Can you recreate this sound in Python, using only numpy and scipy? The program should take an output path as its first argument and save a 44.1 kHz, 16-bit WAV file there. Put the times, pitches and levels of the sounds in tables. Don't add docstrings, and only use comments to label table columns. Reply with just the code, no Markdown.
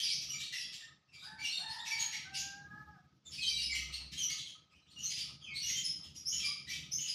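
import sys
import numpy as np
from scipy import signal
from scipy.fft import rfft, irfft
from scipy.io import wavfile
from scipy.ndimage import uniform_filter1d

SR = 44100
rng = np.random.default_rng(int(sys.argv[2]) if len(sys.argv) > 2 else 0)


def master_out(mix):
    frames = np.transpose(np.atleast_2d(mix))
    ceiling = np.clip(frames, -1, 1)
    pcm = np.round(ceiling * 32767).astype(np.int16)
    wavfile.write(sys.argv[1], SR, pcm)


N = 314874


def amp(db):
    return 10 ** (np.asarray(db) / 20)


def evened(x):
    return x / np.sqrt(np.mean(x ** 2) + 1e-20)


def read(points, hz):
    point_hz, value = np.transpose(points)
    return np.interp(np.log(hz + 1), np.log(point_hz + 1), value)


def along(rows, t_s):
    row_s, *columns = np.transpose(rows)
    return [np.interp(t_s, row_s, column) for column in columns]


def add(mix, start_s, sound):
    part = mix[max(round(start_s * SR), 0):][:len(sound)]
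    part += sound[:len(part)]


def wander(hz):
    f_hz = np.fft.rfftfreq(N, 1 / SR)
    spectrum = rfft(rng.standard_normal(N)) / (1 + (f_hz / hz) ** 2)
    return evened(irfft(spectrum, N))


def coloured(points):
    gain = amp(read(points, np.fft.rfftfreq(N, 1 / SR)))
    return evened(irfft(rfft(rng.standard_normal(N)) * gain, N))


def room(x, direct_db, gap_s):
    # band_hz, t60_s
    decay = [(700, 0.37), (2000, 0.58), (4000, 0.59), (7000, 0.44), (14000, 0.34)]
    step = 12
    taps = np.zeros(SR)
    at = np.arange(0, SR - step, step)
    taps[at + rng.integers(0, step, len(at))] = rng.choice([-1., 1.], len(at))
    band_hz, t_s, bands = signal.stft(taps, SR, nperseg=256)
    fade = amp(-60 * t_s / read(decay, band_hz)[:, None])
    tail = signal.istft(bands * fade, SR, nperseg=256)[1]
    tail *= 1 - np.exp(-np.arange(len(tail)) / SR / gap_s)
    echo = signal.fftconvolve(x, tail / np.linalg.norm(tail))[:N]
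    return amp(direct_db) * x + echo


def quiet_air():
    # band_hz, density_db
    air_spectrum = [(20, -36), (110, -8.5), (400, -20), (1500, -24.5), (2200, -21), (5500, -20.5),
                    (7000, -31.5), (15400, -74.5)]
    return amp(-65.5) * coloured(air_spectrum)


def traffic_rumble():
    # time_s, level_db
    swell = [(0.0, -64), (0.44, -62.5), (1.11, -69), (1.37, -62), (2.15, -63.5), (2.86, -58.5),
             (3.02, -62.5), (3.88, -61), (3.98, -69.5), (4.16, -58.5), (4.57, -64.5), (5.87, -59.5),
             (6.66, -61), (6.84, -57), (7.14, -65.5)]
    # band_hz, density_db
    lumps = [(40, -38), (80, 4.5), (105, -16.5), (135, 4.5), (170, -0.5), (250, -11.5),
             (310, -10.0), (420, -26.0), (900, -45)]
    level_db = along(swell, np.arange(N) / SR)[0] + 1.84 * wander(16.0)
    return amp(level_db) * coloured(lumps)


def deep_hum(start_s=3.335, length_s=1, pitch_hz=65.9, peak_db=-54, edge_db=-23):
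    t_s = np.arange(N) / SR
    away = 2 * (t_s - start_s) / length_s - 1
    level = amp(peak_db + edge_db * away ** 2) * (abs(away) < 1)
    return np.sqrt(2) * level * np.sin(2 * np.pi * pitch_hz * t_s)


def whine():
    # band_hz, density_db
    narrow = [(1100, -41), (1250, -7.5), (1277, -6.0), (1305, -16), (1450, -66)]
    return amp(-76.5 + 4.9 * wander(4.2)) * coloured(narrow)


def knocks(attack_s=0.0073, t60_s=0.37):
    # start_s, level_db (before the attack)
    hits = [(0.499, -68), (3.713, -62), (3.882, -60.5), (4.0, -59), (5.28, -60.5), (5.5, -65), (5.995, -63)]
    out, t_s = np.zeros(N), np.arange(4000) / SR
    dull = coloured([(80, -4), (250, -11), (600, -17.5), (1200, -9), (2000, -28), (6000, -72.5)])
    for start_s, level_db in hits:
        decay = amp(level_db - 60 * t_s / t60_s)
        out[round(start_s * SR):][:len(t_s)] = decay * (1 - np.exp(-t_s / attack_s))
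    return out * dull


def rooster():
    # time_s, pitch_hz, level_db, octave_db
    syllables = [
        [(1.22, 671, -78, -57), (1.28, 865, -60.5, -60), (1.37, 882, -57, -63), (1.46, 872, -70, -85)],
        [(1.57, 651, -64, -64), (1.65, 900, -52.5, -56), (2.0, 908, -54.5, -59.5), (2.16, 840, -68, -64)],
        [(2.23, 747, -71, -59), (2.3, 781.7, -55, -57.5), (2.54, 799.2, -60, -56.5), (2.66, 819.6, -68.5, -54),
         (2.8, 856, -64.5, -62), (2.93, 824.5, -63.5, -64), (3.0, 682, -65.5, -73)],
    ]
    syllable_rough = [0.22, 0.334, 0.042]
    scoop_s, scoop_rough = 0.029, 0.27
    half_db = -61
    break_s, break_length_s, break_db = 2.66, 0.273, -59.5
    out, shake = np.zeros(N), wander(145)
    for rows, steady_rough in zip(syllables, syllable_rough):
        t_s = np.arange(rows[0][0], rows[-1][0], 1 / SR)
        pitch_hz, level_db, octave_db = along(rows, t_s)
        rough = steady_rough + scoop_rough * np.exp(-(t_s - t_s[0]) / scoop_s)
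        inside_s = np.minimum(t_s - break_s, break_s + break_length_s - t_s)
        broken = np.clip(inside_s / 0.012, 0, 1)
        half = amp(half_db) * rough + amp(break_db) * broken
        shaken_hz = pitch_hz * (1 + 0.132 * rough * shake[(t_s * SR).astype(int)])
        turn = 2 * np.pi * np.cumsum(shaken_hz) / SR
        call = amp(level_db) * np.sin(turn)
        call += amp(octave_db) * np.sin(2 * turn)
        call += half * np.sin(3 * turn / 2)
        call += amp(octave_db - 36.0) * np.sin(3 * turn)
        add(out, t_s[0], np.sqrt(2) * call * signal.windows.tukey(len(t_s), .08))
    return room(out, direct_db=-4.5, gap_s=0.0034)


def soft_tones():
    # start_s, length_s, pitch_hz, level_db
    tones = [(0.173, 0.058, 644, -64), (1.204, 0.31, 1540, -63.5), (6.455, 0.032, 1162, -54)]
    out = np.zeros(N)
    for start_s, length_s, pitch_hz, level_db in tones:
        t_s = np.arange(0, length_s, 1 / SR)
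        tone = np.sqrt(2) * amp(level_db) * np.sin(2 * np.pi * pitch_hz * t_s)
        add(out, start_s, tone * np.hanning(len(t_s)))
    return out


def songbirds(shake=0.0509, settle=1.6):
    # start_s, length_s, start_hz, end_hz, level_db, hoarse_db
    notes = [(0, 0.005, 2960, 3000, -30, 0.5), (.045, 0.018, 3486, 2235, -40, -17),
             (.066, .025, 2290, 4160, -39, -11.5), (.1, 0.026, 2403, 2240, -46, -11),
             (.005, 0.048, 5910, 5530, -39, -25), (.011, 0.0575, 5160, 4740, -33.5, -10),
             (.043, .13, 2950, 5910, -39, -26), (.083, 0.069, 3270, 6710, -37.5, -25.5),
             (.102, 0.026, 4020, 4180, -62, -26), (.194, 0.052, 5670, 5900, -44, -1),
             (.288, 0.03, 3080, 2844, -44, -7.5), (.325, 0.039, 2385, 2330, -45.5, -7),
             (.287, .027, 5540, 5890, -35.5, -16), (.3, 0.068, 7500, 6800, -49, -28),
             (.371, 0.0685, 3580, 3760, -44, -4.5), (.4, 0.0154, 3090, 2710, -43, 0),
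             (.415, 0.036, 4100, 4470, -45, -11), (.513, 0.0707, 2880, 2666, -44.5, -4.5),
             (.519, .023, 2030, 1970, -40, -2), (.52, 0.097, 5940, 5350, -44, -11.5),
             (.58, .06, 4760, 5030, -44, -6.5), (.61, 0.048, 3120, 3500, -49, -21.5),
             (.713, 0.043, 3500, 3708, -56, 11.5), (.722, 0.06, 2750, 2785, -55, -14.5),
             (.72, 0.044, 6850, 7520, -54, -22), (.803, .025, 2030, 1753, -50.5, -6),
             (.82, 0.019, 7600, 7030, -60.5, -31), (1.073, 0.031, 2820, 2620, -60, -26),
             (1.108, 0.071, 2560, 2280, -55, -4.5), (1.152, 0.13, 3620, 3830, -55.5, -7.5),
             (1.215, 0.052, 4780, 4780, -49, -6), (1.375, 0.064, 2250, 2347, -44.5, -8),
             (1.413, 0.0856, 2980, 2747, -37.5, -7), (1.471, .072, 3710, 4720, -41, -39),
             (1.497, 0.089, 3920, 3576, -40.5, -16), (1.567, 0.016, 4310, 4320, -33, -13),
             (1.674, 0.041, 4310, 4270, -44.5, -8.5), (1.674, 0.1, 4940, 4970, -50, -2),
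             (1.778, 0.039, 3230, 3970, -43.5, -24), (1.839, 0.055, 3910, 2046, -45, 0.5),
             (1.857, 0.052, 2820, 2406, -50.5, -13.5), (1.86, .069, 6120, 5340, -41, -10),
             (1.909, 0.023, 2330, 2283, -33.5, -9), (1.961, .084, 3350, 4670, -44, 3),
             (1.987, 0.035, 6500, 6590, -31.5, -15), (2.101, 0.037, 2110, 3400, -51, -30),
             (2.106, 0.041, 5450, 5790, -44, -20), (2.115, 0.044, 2110, 2160, -42, -1.5),
             (2.324, 0.047, 2750, 2867, -44.5, -6.5), (2.336, 0.036, 3840, 5450, -40.5, -1),
             (2.347, .085, 3620, 7400, -41.5, -7.5), (2.35, .026, 2540, 2164, -50.5, -20),
             (2.365, 0.02, 7590, 6330, -37.5, -7.5), (3.244, .047, 3640, 3483, -55.5, -13),
             (3.24, .06, 7600, 6560, -53, -9), (3.295, .08, 5750, 4500, -47, -1),
             (3.375, 0.022, 2500, 2590, -38.5, -10), (3.389, .082, 4850, 3620, -37, -16.5),
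             (3.413, 0.036, 3580, 2960, -37.5, -14), (3.445, 0.03, 3170, 3126, -33.5, -41),
             (3.456, .069, 4560, 6280, -40.5, -18), (3.459, 0.0395, 4290, 4870, -34.5, -13),
             (3.488, 0.05, 2430, 2306, -46, -25), (3.525, 0.046, 3980, 3847, -36, -22),
             (3.55, .07, 3980, 4850, -38.5, -14), (3.555, 0.089, 2860, 2840, -43, -4.5),
             (3.607, 0.051, 5120, 5070, -36.5, -11), (3.69, .03, 2480, 2157, -37, -15),
             (3.715, 0.029, 2156, 2079, -37, -15), (3.742, 0.025, 2733, 2820, -36.5, 1),
             (3.8, 0.032, 5890, 6040, -51, -8.5), (3.706, 0.0355, 6930, 7480, -45.5, -23),
             (3.871, .069, 2010, 2400, -59.5, -4), (3.912, 0.0484, 4010, 4394, -40, -6.5),
             (3.923, 0.038, 2670, 2710, -48.5, -4.2), (4.109, 0.1, 3580, 4360, -53, -7.5),
             (4.112, 0.032, 2720, 1915, -56.5, 11.5), (4.161, 0.056, 3400, 2942, -36, -9.5),
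             (4.17, .05, 6660, 6280, -40, -14), (4.211, 0.043, 5870, 5875, -32.5, -15.5),
             (4.282, 0.037, 2232, 2180, -46.5, -6), (4.295, 0.019, 5400, 4560, -37, -0.5),
             (4.307, 0.017, 6500, 6610, -37, -36), (4.359, .047, 2240, 4760, -42.5, -12.5),
             (4.365, 0.026, 3850, 3980, -57.5, -27), (4.452, 0.045, 3280, 3187, -49.5, -4.5),
             (4.695, .05, 2550, 2570, -61.5, -6.5), (4.74, 0.044, 2530, 3204, -60, -22.5),
             (4.805, 0.037, 4050, 3980, -65, -25), (4.852, 0.043, 1997, 4130, -59, -28),
             (4.885, 0.025, 7400, 6960, -67, -14.5), (4.89, 0.044, 3600, 4590, -56.5, -3),
             (4.942, 0.063, 3000, 2770, -51, -25), (4.957, 0.13, 7460, 5690, -51, -9),
             (4.971, .049, 2750, 3024, -49, -9.5), (5.015, 0.067, 5050, 6950, -36.5, -17),
             (5.021, .046, 5980, 6980, -51, -4), (5.03, 0.066, 4480, 4110, -45.5, -25.5),
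             (5.085, 0.04, 2280, 2226, -57, -5.5), (5.09, 0.041, 4940, 4980, -38, -3.5),
             (5.155, 0.046, 1970, 4020, -49.5, 8), (5.174, 0.046, 4440, 4850, -41, -5),
             (5.18, 0.069, 6370, 4730, -48.5, -22), (5.395, 0.078, 3750, 2940, -51.5, -23),
             (5.44, 0.078, 2950, 2250, -47.5, -64), (5.495, 0.066, 2285, 2130, -46, -50.5),
             (5.531, .069, 3590, 4810, -38.5, -9.5), (5.59, 0.0836, 3020, 2810, -44, -33),
             (5.592, 0.11, 5430, 6020, -39.5, -7), (5.616, 0.17, 5960, 5570, -43, -15),
             (5.659, 0.013, 6500, 6730, -39, -20), (5.665, .064, 5840, 6440, -35.5, -6),
             (5.682, 0.027, 2190, 2000, -42, -11), (5.732, 0.058, 3183, 3118, -39.5, -15.5),
             (5.758, 0.0336, 7010, 6520, -36, -5), (5.833, 0.042, 5170, 5226, -30, -17),
             (5.86, 0.0464, 5300, 5570, -46, -9.5), (6.022, 0.046, 3434, 3020, -54.5, 0),
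             (6.138, .053, 4760, 5210, -50, -12), (6.144, 0.025, 6330, 6610, -54, -1),
             (6.147, .049, 5670, 5690, -48.5, -12), (6.245, .05, 4615, 5940, -34, -23),
             (6.265, 0.056, 5610, 6940, -39, -25.5), (6.3, 0.054, 5900, 5850, -45.5, -19),
             (6.318, 0.023, 2960, 2976, -37, -8.5), (6.33, .056, 5090, 5560, -38, -12),
             (6.3, .09, 6830, 6700, -40, -21.5), (6.39, 0.022, 2910, 2440, -43, -4),
             (6.415, .07, 2384, 2358, -39.5, -22.5), (6.393, 0.0335, 3400, 3200, -40.5, -2),
             (6.431, 0.0457, 4760, 4972, -33.5, -7.5), (6.489, 0.03, 2250, 2220, -52, -14.5),
             (6.665, 0.027, 1980, 2012, -47, -2.5), (6.69, 0.0357, 2015, 2600, -42, -5.5),
             (6.681, 0.037, 5220, 6140, -41.5, -4), (6.72, 0.04, 2640, 4076, -45.5, 3),
             (6.904, .069, 5590, 6570, -34.5, -29), (6.91, 0.037, 6250, 6830, -51, -13),
             (6.916, 0.0134, 5090, 5340, -34.5, -18.5), (6.962, .03, 2190, 2130, -61.5, -12),
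             (6.98, 0.024, 2960, 3015, -38.5, -11), (7.003, 0.024, 6720, 6660, -34.5, -11.5),
             (7.03, 0.073, 2800, 3044, -46.5, -3), (7.07, 0.049, 5100, 4970, -34, -11.5)]
    # band_hz, density_db
    hiss_spectrum = [(1300, -23.5), (1900, -4), (3000, 8.5), (6000, 3), (7500, -6), (11000, -14),
                     (15000, -20)]
    # partial_hz, gain_db
    beak = [(1800, 1.5), (3000, 3), (5500, 4.5), (7500, -3.5), (11000, -6), (13000, -17), (16000, -39.5)]
    overtone_step_db = -4.5
    overtone_per_hoarse = 0.15
    hiss_db = -1
    shaky, hiss = wander(326), coloured(hiss_spectrum)
    orders = np.arange(1, 5)[:, None]
    perch = np.zeros((3, N))
    for k, (start_s, length_s, start_hz, end_hz, level_db, hoarse_db) in enumerate(notes):
        at = max(round(start_s * SR), 0)
        n = min(round(max(length_s, .005) * SR), N - at)
        glide = 1 - np.linspace(1, 0, n) ** settle
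        path_hz = start_hz * (end_hz / start_hz) ** glide
        depth = 0.0088 + shake * min(amp(hoarse_db), 1)
        shaken_hz = path_hz * (1 + depth * shaky[at:at + n])
        turn = 2 * np.pi * np.cumsum(shaken_hz) / SR
        throat_db = (overtone_step_db + overtone_per_hoarse * hoarse_db) * (orders - 1)
        beak_db = read(beak, orders * path_hz) - read(beak, path_hz)
        levels = amp(throat_db + beak_db)
        audible = orders * shaken_hz < SR / 2
        tone = (levels * np.sin(orders * turn) * audible).sum(axis=0)
        breath = amp(hoarse_db + hiss_db) * np.linalg.norm(levels, axis=0) * hiss[at:at + n]
        voice = np.sqrt(2) * tone + breath
        add(perch[k % 3], start_s, amp(level_db) * voice * signal.windows.tukey(n, .9))
    perch[0] += soft_tones()
    return sum(room(p, direct_db=-9, gap_s=0.0022) for p in perch)


def scene():
    background = quiet_air() + traffic_rumble() + deep_hum() + whine()
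    return (background + knocks() + rooster() + songbirds())[None]


def record(dry, margin_db=-1.5, gate_db=-56, steep=0.66, edge_hz=15530):
    bands = signal.stft(dry, nperseg=512, noverlap=384)[2]
    power = uniform_filter1d(abs(bands) ** 2, size=7, axis=2)
    power = uniform_filter1d(power, size=5, axis=1)
    quiet = amp(2 * margin_db) * np.percentile(power, 15, axis=2, keepdims=True)
    band_gain = np.maximum(power / (power + quiet), .4)
    loud_db = 10 * np.log10(power[:, 7:].sum(axis=1, keepdims=True) + 1e-12)
    pause_gain = amp(steep * np.clip(loud_db - gate_db, -14, 0))
    kept = signal.istft(bands * pause_gain * band_gain, nperseg=512, noverlap=384)[1][:, :N]
    low_pass = signal.firwin(511, edge_hz, window=("kaiser", 9), fs=SR)
    return signal.oaconvolve(kept, low_pass[None], "same")


dry = scene()
out = record(dry)
master_out(out)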